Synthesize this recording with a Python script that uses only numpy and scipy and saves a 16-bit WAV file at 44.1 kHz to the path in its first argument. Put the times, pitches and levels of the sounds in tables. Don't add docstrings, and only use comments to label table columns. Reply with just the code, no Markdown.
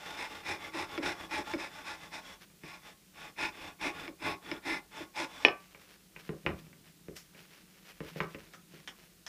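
import sys
import numpy as np
from scipy import signal
from scipy.fft import rfft, irfft, next_fast_len
from scipy.io import wavfile

SR = 44100
rng = np.random.default_rng(int(sys.argv[2]) if len(sys.argv) > 2 else 0)


def wav_out(sig):
    wavfile.write(sys.argv[1], SR, np.round(np.clip(np.atleast_2d(sig).T, -1, 1) * 32767).astype(np.int16))


N = 409233
TIME = np.arange(N) / SR
TABLE_HZ = 165


def from_db(db):
    return 10 ** (np.asarray(db) / 20)


def unit_rms(x):
    return x / np.sqrt(np.mean(x ** 2) + 1e-20)


def at_hz(points, hz):
    f, value = np.transpose(points)
    return np.interp(np.log(np.maximum(hz, 1)), np.log(f), value)


def at_time(curve, s):
    times, *columns = np.transpose(curve)
    return [np.interp(s, times, column) for column in columns]


def drift(rate_hz):
    knots = rng.standard_normal(8000)
    return unit_rms(np.interp(TIME * rate_hz, np.arange(len(knots)), knots))


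def body(colour, resonances=(), size=8192):
    hz = np.fft.rfftfreq(size, 1 / SR)
    db = at_hz(colour, hz)
    for centre_hz, width_hz, boost_db in resonances:
        db = db + boost_db / (1 + (2 * (hz - centre_hz) / width_hz) ** 2)
    cepstrum = irfft(np.log(from_db(db)))
    cepstrum[1:size // 2] *= 2
    cepstrum[size // 2 + 1:] = 0
    response = irfft(np.exp(rfft(cepstrum)))[:size // 2]
    return response / np.abs(response).max()


def through(force, response):
    return signal.oaconvolve(force, response)[:N]


def grains(per_s, spread_db):
    sizes = from_db(spread_db * np.minimum(rng.exponential(1, N), 4.5))
    return (rng.random(N) < per_s / SR) * sizes * rng.choice([-1, 1], N)


def blows(times, levels_db, scatter=0, scatter_s=0.003):
    force = np.zeros(N + SR)
    t = TIME[:SR // 30]
    for s, db in zip(times, levels_db):
        echoes = rng.standard_normal(len(t)) * np.exp(-t / scatter_s)
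        pulse = scatter * echoes / np.sqrt(np.sum(echoes ** 2))
        pulse[0] += 1
        at = round(s * SR)
        force[at:at + len(t)] += from_db(db) * pulse
    return force[:N]


def contact(s, db, response, scatter, scatter_s):
    at = round(s * SR)
    force = blows([s], [db], scatter, scatter_s)[at:at + SR // 30]
    return np.pad(signal.fftconvolve(force, response), (at, N))[:N]


def bending(x, delay_at_1khz_s):
    size = next_fast_len(N + SR // 2)
    hz = np.fft.rfftfreq(size, 1 / SR)
    lag_cycles = 2 * delay_at_1khz_s * np.sqrt(1000 * hz)
    return irfft(rfft(x, size) * np.exp(-2j * np.pi * lag_cycles), size)[:N]


# (frequency [Hz], level [dB])
AIR_COLOUR = [(20, -29), (40, 4), (55, -3.5), (90, -7), (130, -8), (185, 6.5), (245, -9.5), (310, -2.5),
              (600, -14.5), (850, -18), (2500, -16), (3200, -15), (5300, -16), (15000, -19)]


def air(level_db=-61.5):
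    return from_db(level_db) * unit_rms(through(rng.standard_normal(N), body(AIR_COLOUR)))


# (frequency [Hz], level [dB])
ROOM_COLOUR = [(150, 6), (700, 3), (1400, -1), (2600, -18.5), (6000, 2)]
# (frequency [Hz], t60 [s])
ROOM_T60 = [(100, 0.22), (300, 0.18), (1000, .25), (2500, 0.21), (6000, 0.14), (14000, .12)]


def room_response(build_s=0.0026):
    t = TIME[:SR // 2]
    edges_hz = np.geomspace(45, 17000, 10)
    tail = 0
    for low, high in zip(edges_hz, edges_hz[1:]):
        bandpass = signal.butter(2, [low, high], "band", fs=SR, output="sos")
        band = signal.sosfilt(bandpass, rng.standard_normal(len(t)))
        hz = np.sqrt(low * high)
        tail += band * from_db(at_hz(ROOM_COLOUR, hz) - 60 * t / at_hz(ROOM_T60, hz))
    tail *= (1 - np.exp(-t / build_s)) ** 2
    return tail / np.sqrt(np.sum(tail ** 2))


# (time [s], hum [dB], rub [dB])
SLIDE = [(5.6, -82, -57.5), (6.21, -72, -78), (6.48, -52, -59), (6.64, -57, -65), (6.92, -64.5, -72.5),
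         (7.93, -69.5, -58.5), (8.2, -57, -72), (8.5, -65.5, -67.5), (9.28, -72, -71)]
# (middle [s],
# length [s], level [dB])
RUBS = [(2.428, .06, -57), (5.828, 0.12, -60.5), (5.923, 0.12, -56), (6.235, 0.22, -58.5),
        (6.592, 0.048, -57.5), (6.878, 0.11, -60.5), (7.401, 0.16, -57), (7.552, 0.23, -60.5),
        (7.887, 0.13, -56), (8.08, .17, -55.5), (8.202, 0.13, -51.5), (8.365, 0.5, -60), (8.54, 0.056, -56),
        (8.77, 0.21, -60), (9.028, 0.14, -60.5)]
# (frequency [Hz], level [dB])
RUB_COLOUR = [(200, -30.5), (400, -4.5), (900, -8), (1500, -4), (2500, -3), (4000, -10), (5400, -11),
              (8000, -22.5), (15000, -19.5)]


def sliding(hum_gain_db=-1, rub_gain_db=-4, resting_hum_db=-74, resting_rub_db=-78):
    times, hum_db, rub_db = np.transpose(SLIDE)
    hum_colour = [(40, -27), (120, -10.5), (175, -9), (240, -7), (330, -22), (700, -32), (3000, -64.5)]
    hum = unit_rms(through(grains(900, 7.5), body(hum_colour, [(TABLE_HZ, 24, 17)])))
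    hum *= from_db(np.interp(TIME, times, hum_db + hum_gain_db, left=resting_hum_db))
    friction = grains(3000, 3.6) * from_db(2 * drift(50))
    rub = unit_rms(through(friction, body(RUB_COLOUR)))
    pressure = from_db(np.interp(TIME, times, rub_db + rub_gain_db, left=resting_rub_db))
    for middle_s, length_s, db in RUBS:
        arch = np.cos(np.pi * np.clip((TIME - middle_s) / length_s, -0.5, 0.5))
        pressure = np.maximum(pressure, from_db(db) * arch)
    return hum + rub * pressure


# (frequency [Hz], level [dB])
SWISH_COLOUR = [(500, -5.5), (2000, 4), (4000, 0.5), (5500, 6.5), (9000, -4), (15000, -6)]


def swish(peak_s=7.165, level_db=-46, rise_db_per_s=1700, fall_db_per_s=272):
    t = TIME - peak_s
    envelope_db = level_db + np.minimum(rise_db_per_s * t, -fall_db_per_s * t)
    hiss = unit_rms(through(grains(11000, 2.1), body(SWISH_COLOUR)))
    return from_db(np.maximum(envelope_db, -200)) * hiss


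# (time [s], level [dB], ring [Hz])
LIGHT_CONTACTS = [(8.535, -41, 1300), (8.875, -33.5, 3180), (9.264, -32.5, 5400)]
# (frequency [Hz], level [dB])
LIGHT_COLOUR = [(200, -15), (700, -7), (1300, -5), (1850, 0), (2500, -7.5), (3300, -4.5), (4400, -15),
                (5400, -9), (7000, -17.5), (14000, -30)]


def light_contacts():
    return sum(contact(s, db, body(LIGHT_COLOUR, [(hz, 0.27 * hz, 11)]), scatter=3.54, scatter_s=0.018)
               for s, db, hz in LIGHT_CONTACTS)


# (frequency [Hz], level [dB], t60 [s])
TABLE_MODES = [(178, 1.5, 0.17), (306, -1, 0.39), (590, -5, 0.34), (900, -12, .24), (1004, -3, 0.39),
               (1160, 7, .3), (1297, 7, 0.18), (1536, 12, 0.24), (1777, -3.5, 0.13), (1820, -18, .22),
               (2300, -21, .22), (3020, -7, .16)]


def table_ring(force):
    t = TIME[:SR // 2]
    modes = sum((-1) ** k * from_db(db - 60 * t / t60_s) * np.sin(2 * np.pi * hz * t)
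                for k, (hz, db, t60_s) in enumerate(TABLE_MODES))
    return through(force, modes)


# (time [s], clack [dB], thud [dB], ring [Hz])
BUMPS = [(2.5, -55, -54, 400), (2.635, -39.5, -42.5, 600), (5.747, -39, -50.5, 2270),
         (6.162, -35, -47.5, 2520), (6.291, -32.5, -30, 603), (6.452, -53, -36, 400),
         (6.463, -16, -25, 2440), (6.49, -32, -30, 590), (6.666, -53, -49.5, 420),
         (6.729, -48, -53.5, 2180), (7.083, -43.5, -36.5, 400), (7.347, -46, -47, 2200),
         (8.004, -33.5, -31.5, 332), (8.159, -40, -32.5, 420), (8.2031, -17.5, -28, 1230),
         (8.346, -32.5, -37, 2680), (8.736, -59, -47.5, 300)]
# (frequency [Hz], level [dB])
CLACK_COLOUR = [(100, -20), (300, -20), (600, -4.5), (900, 9.5), (1250, 10), (1800, 11.5), (2400, 11),
                (3200, -3.5), (4200, -7), (5400, -18), (7000, -25), (14000, -34)]
# (frequency [Hz], level [dB])
THUD_COLOUR = [(30, -12), (60, -3), (110, -5.5), (165, 6), (255, -8.5), (320, 3.5), (410, -1.5),
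               (560, -9.5), (800, -20.5), (2500, -65)]


def bumps(rock_s=0.04, clack_loss_db=18.5, thud_loss_db=9.5, ring_db=-42, hum_db=-23, hum_t60_s=1.2):
    touches = [(s + k * rock_s, clack_db - k * clack_loss_db, thud_db - k * thud_loss_db, hz)
               for s, clack_db, thud_db, hz in BUMPS for k in range(2)]
    resonances = [(2000, 200, 3), (2850, 350, 8), (3550, 250, 4), (5350, 500, 7)]
    clacks = np.zeros(N)
    for s, db, _, hz in touches:
        spot = body(CLACK_COLOUR, [(hz, 0.21 * hz, 9)] + resonances)
        clacks += contact(s, db, spot, scatter=1, scatter_s=0.0086)
    times, clack_db, thud_db, _ = np.transpose(touches)
    ring = from_db(ring_db) * table_ring(blows(times, clack_db))
    thud_force = blows(times, thud_db, scatter=0.97, scatter_s=0.0059)
    thuds = through(thud_force, body(THUD_COLOUR, [(TABLE_HZ, 40, 4), (590, 120, 6)]))
    t = TIME[:SR]
    lowest_mode = from_db(hum_db - 60 * t / hum_t60_s) * np.sin(2 * np.pi * TABLE_HZ * t)
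    hum = through(blows(times, thud_db), lowest_mode)
    return clacks + ring + thuds + hum


# (time [s], level [dB])
BREAK = [(5.4491, 0), (5.4835, -17.5)]
# (frequency [Hz], level [dB])
CRACK_COLOUR = [(60, -15.5), (150, -11.5), (300, -3), (600, -1), (1000, -1), (1600, -8.5), (2000, -6.5),
                (2400, -4), (2900, -9.5), (3500, -9.5), (4300, -14.5), (5400, -15), (6500, -34),
                (12000, -46)]
# (centre [Hz], width [Hz], boost [dB])
CRACK_RESONANCES = [(1775, 140, 12.5), (2210, 240, 8), (2520, 230, 10), (2950, 126, 14), (3340, 340, 6.5),
                    (5370, 380, 5)]


def breakthrough(ring_db=-48):
    force = blows(*np.transpose(BREAK), scatter=0.73, scatter_s=0.003)
    crack = through(force, body(CRACK_COLOUR, CRACK_RESONANCES + [(2550, 790, 3.6)]))
    return crack + from_db(ring_db) * table_ring(force)


# (time [s], click [dB], flutter [dB], flutter length [s])
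SNAGS = [(.745, -38, -38, 0.027), (.978, -25, -31.5, .024), (1.031, -31, -36, 0.012),
         (1.39, -41, -39, 0.014), (1.537, -26, -30, 0.023), (4.079, -33.5, -41.5, 0.026),
         (4.515, -23.5, -34, 0.0182), (5.005, -55, -40.5, 0.022), (5.197, -45, -38.5, 0.044)]


def snags(flutter_hz=326, sag=0.11, overtone_db=-9, attack_s=0.0011, release_s=0.00048):
    times, click_db = np.transpose(SNAGS)[:2]
    force = blows(times, click_db, scatter=1, scatter_s=0.0059)
    out = through(force, body(CLACK_COLOUR, [(2260, 200, 10), (3240, 440, 11), (5240, 950, 23.3)]))
    t = TIME[:SR // 10]
    for start_s, _, flutter_db, length_s in SNAGS:
        phase = 2 * np.pi * flutter_hz * t * (1 + sag * (1 - t / length_s))
        flutter = np.sin(phase) + from_db(overtone_db) * np.sin(1.8 * phase)
        envelope = (1 - np.exp(-t / attack_s)) * (1 - np.tanh((t - length_s) / release_s)) / 2
        at = int(start_s * SR)
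        out[at:at + len(t)] += from_db(flutter_db) * envelope * flutter
    return out


# (time [s], looseness [dB], screech [dB])
GRIP = [(0, -2, 1.5), (1.0, 2.5, .5), (1.8, -2, 0.5), (2.3, -4.5, -2.5), (2.9, -3.5, 3), (3.45, -1.5, 7),
        (4.25, 5.5, 2.5), (4.7, 3, 1), (5.3, -5.5, 1)]
# (frequency [Hz], level [dB])
BOOM_COLOUR = [(35, -2), (60, -14.5), (90, -1), (130, -11), (175, -5), (235, -10), (328, 2), (420, 2),
               (600, -19.5), (1500, -69)]
# (centre [Hz], width [Hz], boost [dB])
SAW_RESONANCES = [(607, 27, 6), (861, 120, 6.5), (1117, 34, 9), (1438, 28, 8.5), (1731, 54, 5.5),
                  (2050, 53, 7.5), (2510, 54, 3), (5340, 167, 7.5)]


def strokes(table, colour, blade_ring, *, swell, fastest_share, skid_db, skid_share, teeth_hz,
            tooth_depth, fibres_per_s, spread_db, rasp_db, treble_db, boom_db,
            uneven_db=1, wander=0.018, screech_hz=2500, dulling_db_per_db=0.88):
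    out = np.zeros(N + SR)
    break_s = BREAK[0][0]
    fibres = unit_rms(grains(fibres_per_s, spread_db) * from_db(uneven_db * drift(110)))
    unsteady = 1 + 0.1222 * drift(90)
    for middle_s, length_s, level_db in table:
        start_s, end_s = middle_s - length_s / 2, middle_s + length_s / 2
        span = slice(max(int(start_s * SR), 0), int(min(end_s, break_s) * SR))
        progress = (TIME[span] - start_s) / length_s
        speed = np.abs(np.sin(np.interp(progress, [0, fastest_share, 1], [0, np.pi / 2, np.pi])))
        teeth_passed = np.cumsum(teeth_hz * speed * unsteady[span]) / SR
        bite = unit_rms(np.exp(tooth_depth * np.cos(2 * np.pi * teeth_passed)))
        skidding = progress < skid_share
        force = from_db(level_db + skid_db * skidding) * speed ** swell * bite * fibres[span]
        shifted = [(hz * (1 + wander * rng.standard_normal()), width_hz, db)
                   for hz, width_hz, db in SAW_RESONANCES + blade_ring]
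        plate_modes = [(hz, 70, 3) for hz in rng.uniform(700, 2800, size=6)]
        loose_db, screech_db = at_time(GRIP, middle_s)
        screech = (screech_hz, 600, screech_db)
        treble = (6500, 7000, treble_db - dulling_db_per_db * loose_db)
        rasp = body(colour, shifted + plate_modes + [screech, treble])
        depth = middle_s / break_s
        boom_modes = [(90, 35, 3), (TABLE_HZ, 30, 6 * depth), (270, 110, 9 * depth), (322, 35, 5)]
        boom = body(BOOM_COLOUR, boom_modes)
        for db, response in ((rasp_db, rasp), (boom_db + loose_db, boom)):
            sound = signal.fftconvolve(force, response / np.sqrt(np.sum(response ** 2)))
            out[span.start:span.start + len(sound)] += from_db(db) * sound
    return out[:N]


# (middle [s], length [s], level [dB])
RETURNS = [(.085, 0.32, -45), (.345, 0.2, -45.5), (.645, 0.16, -44.5), (.933, .16, -44), (1.215, 0.16, -45),
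           (1.505, 0.15, -42), (1.765, 0.18, -47), (2.03, 0.17, -50.5), (2.29, 0.18, -49.5),
           (2.875, .14, -51.5), (3.225, 0.2, -48), (3.625, 0.25, -46.5), (4.005, 0.22, -45),
           (4.505, 0.2, -46), (4.985, 0.17, -45.5), (5.4, 0.33, -47.5)]
# (frequency [Hz], level [dB])
RETURN_COLOUR = [(260, -7), (450, -4.5), (846, 0), (994, -5), (1100, 0), (1200, -1), (2470, -3),
                 (3170, -6.5), (3460, -3), (4010, -11.5), (5370, -14), (6690, -19), (15000, -26.5)]
# (centre [Hz], width [Hz], boost [dB])
BLADE_RING = [(3520, 130, 8.5)]


def return_strokes():
    return strokes(RETURNS, RETURN_COLOUR, BLADE_RING,
                   swell=1.29, fastest_share=0.55, skid_db=2, skid_share=0.127,
                   teeth_hz=590.5, tooth_depth=0.32, fibres_per_s=13000, spread_db=2,
                   rasp_db=0, treble_db=4.5, boom_db=-10)


# (middle [s], length [s], level [dB])
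CUTS = [(.219, 0.18, -38.5), (.505, 0.2, -36), (.792, .2, -36), (1.078, 0.19, -34), (1.361, .19, -35),
        (1.628, 0.18, -40.5), (1.903, 0.21, -42), (2.159, .15, -42), (2.71, 0.27, -49), (3.435, 0.18, -33),
        (3.856, 0.16, -32.5), (4.278, 0.21, -35), (4.713, 0.22, -34), (5.205, 0.17, -34.5)]
# (frequency [Hz], level [dB])
CUT_COLOUR = [(260, -54.5), (450, -7.5), (545, -4), (603, -4), (774, -4), (846, -1), (1200, -6),
              (2430, 0.5), (3080, -12), (3560, -4.5), (4500, -14), (5140, -10), (6690, -20), (9110, -21.5),
              (15000, -36)]


def cutting_strokes():
    blade_hz = BLADE_RING[0][0]
    return strokes(CUTS, CUT_COLOUR, [(blade_hz, 160, 3)],
                   swell=2.18, fastest_share=0.48, skid_db=-5, skid_share=0.22,
                   teeth_hz=750, tooth_depth=0.27, fibres_per_s=12000, spread_db=1.33,
                   rasp_db=-0.5, treble_db=0.8, boom_db=-11)


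def scene():
    saw = cutting_strokes() + return_strokes() + snags()
    knocks = bending(breakthrough() + bumps() + light_contacts(), delay_at_1khz_s=0.001223)
    reflections = through(from_db(-11) * saw + from_db(-5.5) * knocks, room_response())
    return (air() + reflections + sliding() + swish() + knocks + saw)[None]


def record(dry, low_cut_hz=36, high_cut_hz=15400):
    dry = signal.sosfilt(signal.butter(2, low_cut_hz, "high", fs=SR, output="sos"), dry)
    return signal.sosfilt(signal.ellip(12, 0.1, 80, high_cut_hz, fs=SR, output="sos"), dry)


dry = scene()
out = record(dry)
wav_out(out)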